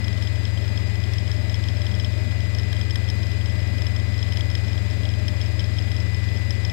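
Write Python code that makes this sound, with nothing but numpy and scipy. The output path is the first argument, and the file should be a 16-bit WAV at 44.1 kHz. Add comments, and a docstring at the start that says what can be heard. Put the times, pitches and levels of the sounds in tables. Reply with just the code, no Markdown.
"""Inside a helicopter cabin in steady flight, one microphone wired to the left input only.
The drive shaft and the tail rotor hum as two close tones that beat; gears, turbine and electrics whine as sines.
Shaped noise makes the rush of air, the low roar and a cabin boom. A loose part rings and snaps at listed
moments, and more faintly by chance when the beat swings deep. The right input holds hiss, buzz and a
trace of crosstalk."""
import sys
import numpy as np
from scipy import signal
from scipy.fft import rfft, irfft, next_fast_len
from scipy.io import wavfile
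from scipy.ndimage import map_coordinates

SR = 44100
rng = np.random.default_rng(int(sys.argv[2]) if len(sys.argv) > 2 else 0)


def decibels_to_gain(level_db):
    """Convert a level in decibels to a linear amplitude gain (20 dB per decade)."""
    exponent = np.asarray(level_db, float) / 20
    return 10 ** exponent


def pcm_store(signal):
    """Save signal as 16-bit PCM."""
    levels = np.round(np.clip(np.atleast_2d(signal), -1, 1) * 32767)
    wavfile.write(sys.argv[1], SR, levels.astype(np.int16).T)


N = 296352  # length in samples

# slow level changes of three sounds: start_s, gear_mesh_db, tail_hum_db, cabin_boom_db
SLOW_LEVELS = [(0, -40, -23.5, -47), (.4, -41.5, -23.5, -46), (1, -41, -23.5, -49.5), (1.9, -42, -23, -45),
               (2.6, -40, -23, -48), (3.2, -40.5, -22.5, -50), (3.55, -40.5, -22.5, -45),
               (4.2, -40.3, -22.5, -47.5), (4.8, -41, -22.9, -44), (5.4, -42.5, -22.8, -46),
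               (6.2, -38.5, -22.5, -50.5), (6.72, -38.5, -24, -46)]
# strong knocks of the loose part: start_s, high_ring_peak_db, low_ring_db (relative to the high ring)
STRONG_RATTLES = [(.0437, -27, .5), (.081, -26, 2), (0.128, -31, 2), (.2233, -27.5, 3.5), (.2346, -32, 0),
                  (0.2722, -29.5, 6.5), (0.4527, -24, 1.5), (.6781, -30, -1), (.775, -27, 3.5),
                  (0.9547, -29.5, 1), (1.002, -32, -13), (1.0384, -31.5, 5), (1.1355, -25.5, -2),
                  (1.1823, -26, -2), (1.2776, -30, -1), (1.3154, -23.5, -2.5), (1.496, -28, 1.5),
                  (1.5429, -24, 0.5), (1.6382, -29.5, 2), (1.6857, -27, 4), (1.7687, -31.5, -2),
                  (1.8178, -28.5, 1), (1.866, -30, 8), (1.9497, -29, -4), (1.9977, -27, 3),
                  (2.0083, -31, -3), (2.046, -26, 5.5), (2.405, -30, 1.5), (2.5487, -26, 0.5),
                  (2.5854, -24, -5), (2.5957, -28, 3.5), (2.632, -33, 0), (2.7285, -27.5, 3.5),
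                  (2.7658, -32, 2.5), (2.8123, -26.5, 2), (2.9075, -25, 0), (2.9568, -23, 3),
                  (3.087, -28, 1.5), (3.1, -22, -3), (3.2314, -28, 2), (3.267, -33, -0.5),
                  (3.316, -33.5, 4), (3.459, -28, 0.5), (3.6021, -32.5, -1), (3.675, -31.5, -1),
                  (3.7827, -30.5, 2), (3.8195, -25, -1), (3.8669, -25, 1.5), (3.9623, -27.5, 0),
                  (3.998, -36, 5), (4.1423, -33, 2), (4.1786, -32, -3), (4.19, -30, -0.5), (4.2274, -24, 2),
                  (4.322, -28, 3.5), (4.3335, -29, -6), (4.3712, -24, 3.5), (4.4081, -27.5, 7.5),
                  (4.501, -31, 0), (4.5135, -31, -1), (4.5517, -22.5, 2), (4.6816, -30.5, -1.5),
                  (4.729, -32, 3), (4.777, -32.5, 5.5), (4.9098, -31, 2), (5.0536, -29.5, 7),
                  (5.09, -29.5, 4), (5.1006, -35, 1), (5.138, -33, 5), (5.2815, -24, 3.5),
                  (5.414, -25.5, 1.5), (5.4242, -32.5, -4), (5.46, -32.5, 3), (5.5941, -23, 1),
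                  (5.6042, -31.5, 7), (5.6412, -29, 0), (5.7853, -25, 2.5), (5.8221, -31, -3),
                  (5.9167, -28.5, 0.5), (5.9651, -27.5, 1), (6.002, -30, -2), (6.1451, -28, -1.5),
                  (6.2879, -34, 3), (6.3624, -34.5, 2), (6.373, -29.5, -2), (6.5062, -19, -6.5),
                  (6.5528, -33, -1.5), (6.6494, -21.5, -3), (6.6973, -26.5, 2)]
BLADE_RATIO = .2615  # main blade passes per turn of the drive shaft


def unit(x):
    """Scaled to rms 1."""
    return x / np.sqrt(np.mean(x ** 2))


def wobble(rate):
    """A smooth random curve through rate random points a second."""
    points = rng.standard_normal(int(N * rate / SR) + 4)
    return map_coordinates(points, [np.arange(N) * rate / SR])


def curve(rows, column):
    """One column of a timed table, drawn as straight lines with a value per sample."""
    rows = np.array(rows)
    return np.interp(np.arange(N) / SR, rows[:, 0], rows[:, column])


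def rotation(rows):
    """Turns made so far at the speed in a timed table."""
    return np.cumsum(curve(rows, column=1)) / SR


def tones(turns, table, waver_db):
    """Sines at multiples of a rotation, each wavering in level."""
    total = 0
    for multiple, level_db in table:
        level = decibels_to_gain(level_db + waver_db * wobble(6))
        wave = np.cos(2 * np.pi * (multiple * turns + rng.random()))
        total = total + level * np.sqrt(2) * wave  # sqrt(2) makes the level an rms level
    return total


def filtered(x, response):
    """x with each frequency multiplied by a complex response."""
    size = next_fast_len(x.shape[-1] + SR // 10)  # spare room for the tail
    spectrum = rfft(x, size) * response(np.fft.rfftfreq(size, 1 / SR))
    return irfft(spectrum, size)[..., :x.shape[-1]]


def noise(colour):
    """Noise of rms 1 coloured by points of frequency_hz, level_db."""
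    points_hz, points_db = np.transpose(colour)

    def response(hz):
        return decibels_to_gain(np.interp(np.log(hz + 1), np.log(points_hz), points_db))

    return unit(filtered(rng.standard_normal(N), response))


def ring(x, modes):
    """x through causal resonances, each applied twice for steep flanks and a soft start."""
    def response(f):
        total = 0
        for centre, width, gain_db in modes:
            once = 1j * f * width / (centre ** 2 - f ** 2 + 1j * f * width)
            total = total + decibels_to_gain(gain_db) * once ** 2
        return total

    return filtered(x, response)


def drive_shaft():
    """Turns of the drive shaft, whose slightly drifting speed sets the pitch of every geared sound."""
    # start_s, speed_turns_per_s
    shaft_speed = [(0, 105.31), (.48, 105.371), (.96, 105.362), (1.44, 105.447), (1.92, 105.482),
                   (2.4, 105.425), (2.88, 105.389), (3.36, 105.37), (3.84, 105.364), (4.32, 105.383),
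                   (4.8, 105.389), (5.28, 105.373), (5.76, 105.284), (6.24, 105.205), (6.72, 105.149)]
    return rotation(shaft_speed)


def hum(shaft):
    """The two strong tones that beat; air loads make the tail rotor less steady."""
    tail_ratio = 2 * 9.5 / 24  # tail blade passes per turn of the drive shaft
    shaft_start, tail_start = -.235, -.41  # angles at time zero, in turns
    drive_level = decibels_to_gain(-21.5 + .12 * wobble(4.04))
    tail_level = decibels_to_gain(curve(SLOW_LEVELS, column=2) + .21 * wobble(9))
    drive = drive_level * np.cos(2 * np.pi * (shaft + shaft_start))
    tail = tail_level * np.cos(2 * np.pi * (tail_ratio * shaft + tail_start))
    return np.sqrt(2) * (drive + tail)


def gear_mesh(shaft):
    """The loudest gear pair, one cycle of tone per tooth."""
    teeth_per_turn = 2 * 9.5
    return decibels_to_gain(curve(SLOW_LEVELS, column=1)) * tones(shaft, [(teeth_per_turn, 0)], waver_db=.6)


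def gear_whine(shaft):
    """Many tones geared to the drive shaft, so they follow its speed."""
    # multiple_of_shaft_speed, level_db
    gear_tones = [(.2615, -51), (.3958, -53), (.7312, -55), (1.0464, -48), (1.2083, -48), (1.5837, -48),
                  (1.7917, -50), (2, -49), (2.0531, -51), (2.5233, -55), (3, -51), (3.1667, -50),
                  (3.9584, -53), (4, -58), (4.75, -60), (5, -61), (5.0951, -54), (7.5494, -65), (15, -67),
                  (15.3633, -54), (16, -58), (17.2085, -62), (18, -52), (18.3868, -62), (18.4767, -61),
                  (21, -54), (22, -63), (23.2086, -48), (36, -63), (38, -56.5), (69, -76), (70, -58),
                  (71, -76)]
    return tones(shaft, gear_tones, waver_db=.6)


def turbine_whine():
    """Tones geared to the turbine, which has its own drifting speed."""
    # start_s, whine_pitch_hz
    turbine_speed = [(0, 4946.5), (1.12, 4947), (1.4, 4961.3), (1.65, 4961), (2, 4957), (2.9, 4959.3),
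                     (6.72, 4959.6)]
    # multiple_of_whine_pitch, level_db
    turbine_tones = [(.1481, -61), (.1575, -62), (.1818, -59), (.2093, -67), (.3363, -66), (.4725, -65),
                     (.5455, -61), (.5714, -66), (.7143, -66), (.7273, -65), (.8846, -70), (.9231, -64),
                     (.9787, -68), (.987, -65), (1, -47), (1.013, -63), (1.4545, -76), (1.5751, -75),
                     (1.6667, -73), (2, -72)]
    return tones(rotation(turbine_speed), turbine_tones, waver_db=.5)


def electric_whine():
    """Electrical tones that hold a steady pitch."""
    # pitch_hz, level_db
    electric_tones = [(2499.9, -54), (4999.8, -68)]
    return tones(np.arange(N) / SR, electric_tones, waver_db=.4)


def air(shaft, shake):
    """Roar throbs with the main blades; the rush also flutters with the airframe's shaking."""
    # low roar shaped by the cabin: frequency_hz, relative_level_db (per Hz)
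    roar_colour = [(10, -37), (30, -22), (60, -14), (80, -6), (130, -4.5), (190, -1), (250, -4.5),
                   (275, -8), (300, -8), (350, -10.5), (400, -9), (480, -17), (560, -12), (680, -15.5),
                   (1100, -28.5), (2000, -45.5)]
    # rush of air and engine: frequency_hz, relative_level_db (per Hz)
    rush_colour = [(500, -22), (1000, -3.5), (1500, -3.5), (1800, 0), (2600, -3), (3400, -3.5),
                   (4500, -6.5), (5300, -9), (6000, -14.5), (8000, -15), (9000, -23), (13500, -34),
                   (14060, -20.5), (14400, -28), (15700, -38)]
    blades = np.cos(2 * np.pi * BLADE_RATIO * shaft)
    roar_db = -34.5 + .56 * blades + .65 * wobble(12)
    roar = decibels_to_gain(roar_db) * noise(roar_colour)
    rush_db = -40 + .86 * blades - .63 * shake + .51 * wobble(40)
    rush = decibels_to_gain(rush_db) * noise(rush_colour)
    return roar + rush


def rattle(shake):
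    """Each rattle is a blow and three quick bounces; faint ticks come in any deep downswing."""
    # the part's high ring: centre_hz, width_hz (of one pass), gain_db
    high_modes = [(5257, 250, 7), (5540, 110, -25)]
    # the part's low ring: centre_hz, width_hz (of one pass), gain_db
    low_modes = [(3200, 270, 0), (3282, 503, 15)]
    # broad snap of the contact: centre_hz, width_hz (of one pass), gain_db
    snap_modes = [(990, 590, -2.5), (1840, 410, 7), (2610, 520, -5), (3680, 550, 1.5), (7000, 520, -13.5),
                  (8200, 780, -19), (10420, 640, -9), (11500, 870, -14.5), (14700, 2800, -27)]
    length = SR // 30
    blow = np.zeros(length)
    blow[0] = 1
    voices = [ring(blow, modes) for modes in (high_modes, low_modes, snap_modes)]
    part = np.zeros(N + length)
    for start_s, peak_db, low_db in [*STRONG_RATTLES, *weak_rattles(shake)]:
        # a blow rich in low ring snaps harder
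        snap_db = -4 + .58 * low_db + 3.5 * rng.standard_normal()
        blows = blow.copy()
        bounce_s = rng.uniform(.0006, .004, size=3)
        blows[np.int_(SR * bounce_s)] = rng.uniform(.25, .7, size=3)
        knock = np.zeros(length)
        for voice, level_db in zip(voices, (0, low_db, snap_db)):
            sound = signal.fftconvolve(blows, voice)[:length]
            knock += decibels_to_gain(level_db) * sound / abs(sound).max()
        start = round(start_s * SR)
        part[start:start + length] += decibels_to_gain(peak_db) * knock
    # the deeper the swing below -0.8 rms, the more ticks a second
    ticks_per_s = 150 * np.clip(-shake - .8, 0, None)
    ticks = rng.random(N) < ticks_per_s / SR
    faint = decibels_to_gain(-21 + 3 * rng.standard_normal(N)) * ticks
    faint_low = decibels_to_gain(-10) * ring(faint, low_modes)
    faint_snap = decibels_to_gain(-10) * ring(faint, snap_modes)
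    return part[:N] + ring(faint, high_modes) + faint_low + faint_snap


def weak_rattles(shake):
    """Rows like the strong rattles: any deep downswing may throw the part lightly."""
    depth = 1.1  # downswing needed, in rms
    lead_s, rest_s = .0012, .005  # lead on the lowest point; pause around a strong rattle
    chance_per_swing = .25
    start_s = signal.find_peaks(-shake, height=depth)[0] / SR - lead_s
    luck = rng.random(len(start_s))
    spread = rng.standard_normal((len(start_s), 2))
    gaps_s = abs(start_s[:, None] - np.array(STRONG_RATTLES)[:, 0])
    free = gaps_s.min(axis=1) > rest_s
    peak_db = -39.5 + 2.5 * spread[:, 0]
    low_db = 2 + 4 * spread[:, 1]
    rows = np.c_[start_s, peak_db, low_db]
    return rows[free & (luck < chance_per_swing) & (start_s > 0)]


def boom():
    """Narrow noise in a cabin air mode, swelling and sinking."""
    # the air mode: centre_hz, width_hz (of one pass), gain_db
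    cabin_mode = [(611.2, 37, 0)]
    level_db = curve(SLOW_LEVELS, column=3) + wobble(4.98)
    return decibels_to_gain(level_db) * unit(ring(rng.standard_normal(N), cabin_mode))


def input_buzz():
    """Electrical buzz: steady multiples of one low pitch, the same on both inputs."""
    # multiple_of_buzz_pitch, level_db
    buzz_tones = [(1, -79), (2, -99), (3, -83), (5, -92), (7, -98), (8, -106), (9, -89), (11, -99),
                  (13, -106), (15, -102), (18, -93), (19, -105), (21, -103), (23, -106), (25, -107),
                  (27, -99)]
    buzz_hz = 59.94
    return tones(buzz_hz * np.arange(N) / SR, buzz_tones, waver_db=1.0)


def input_hiss():
    """Coloured noise, drawn separately for each input."""
    # frequency_hz, relative_level_db (per Hz)
    hiss_colour = [(30, 6), (300, -4), (2300, -1), (5000, 3), (15000, 6), (15500, 15), (15734, 19)]
    return decibels_to_gain(-74) * np.array([noise(hiss_colour), noise(hiss_colour)])


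def scene():
    """Everything reaches the left input; the right gets a trace of crosstalk."""
    shaft = drive_shaft()
    beat = hum(shaft)
    shake = unit(beat)
    whine = gear_mesh(shaft) + gear_whine(shaft) + turbine_whine() + electric_whine()
    cabin = beat + whine + air(shaft, shake) + rattle(shake) + boom()
    return cabin * decibels_to_gain([[0], [-73]])  # left, right in dB


def top_cut(x):
    """Nothing passes above the cut-off."""
    return signal.sosfilt(signal.butter(12, 16110, fs=SR, output="sos"), x)


def record(dry):
    """Both inputs add hiss and buzz, then a steady band limit weakens the highest treble."""
    top_hz = 15760
    mix = filtered(dry + input_buzz() + input_hiss(), lambda hz: np.where(hz < top_hz, 1, decibels_to_gain(-30)))
    return top_cut(mix)


dry = scene()
out = record(dry)
pcm_store(out)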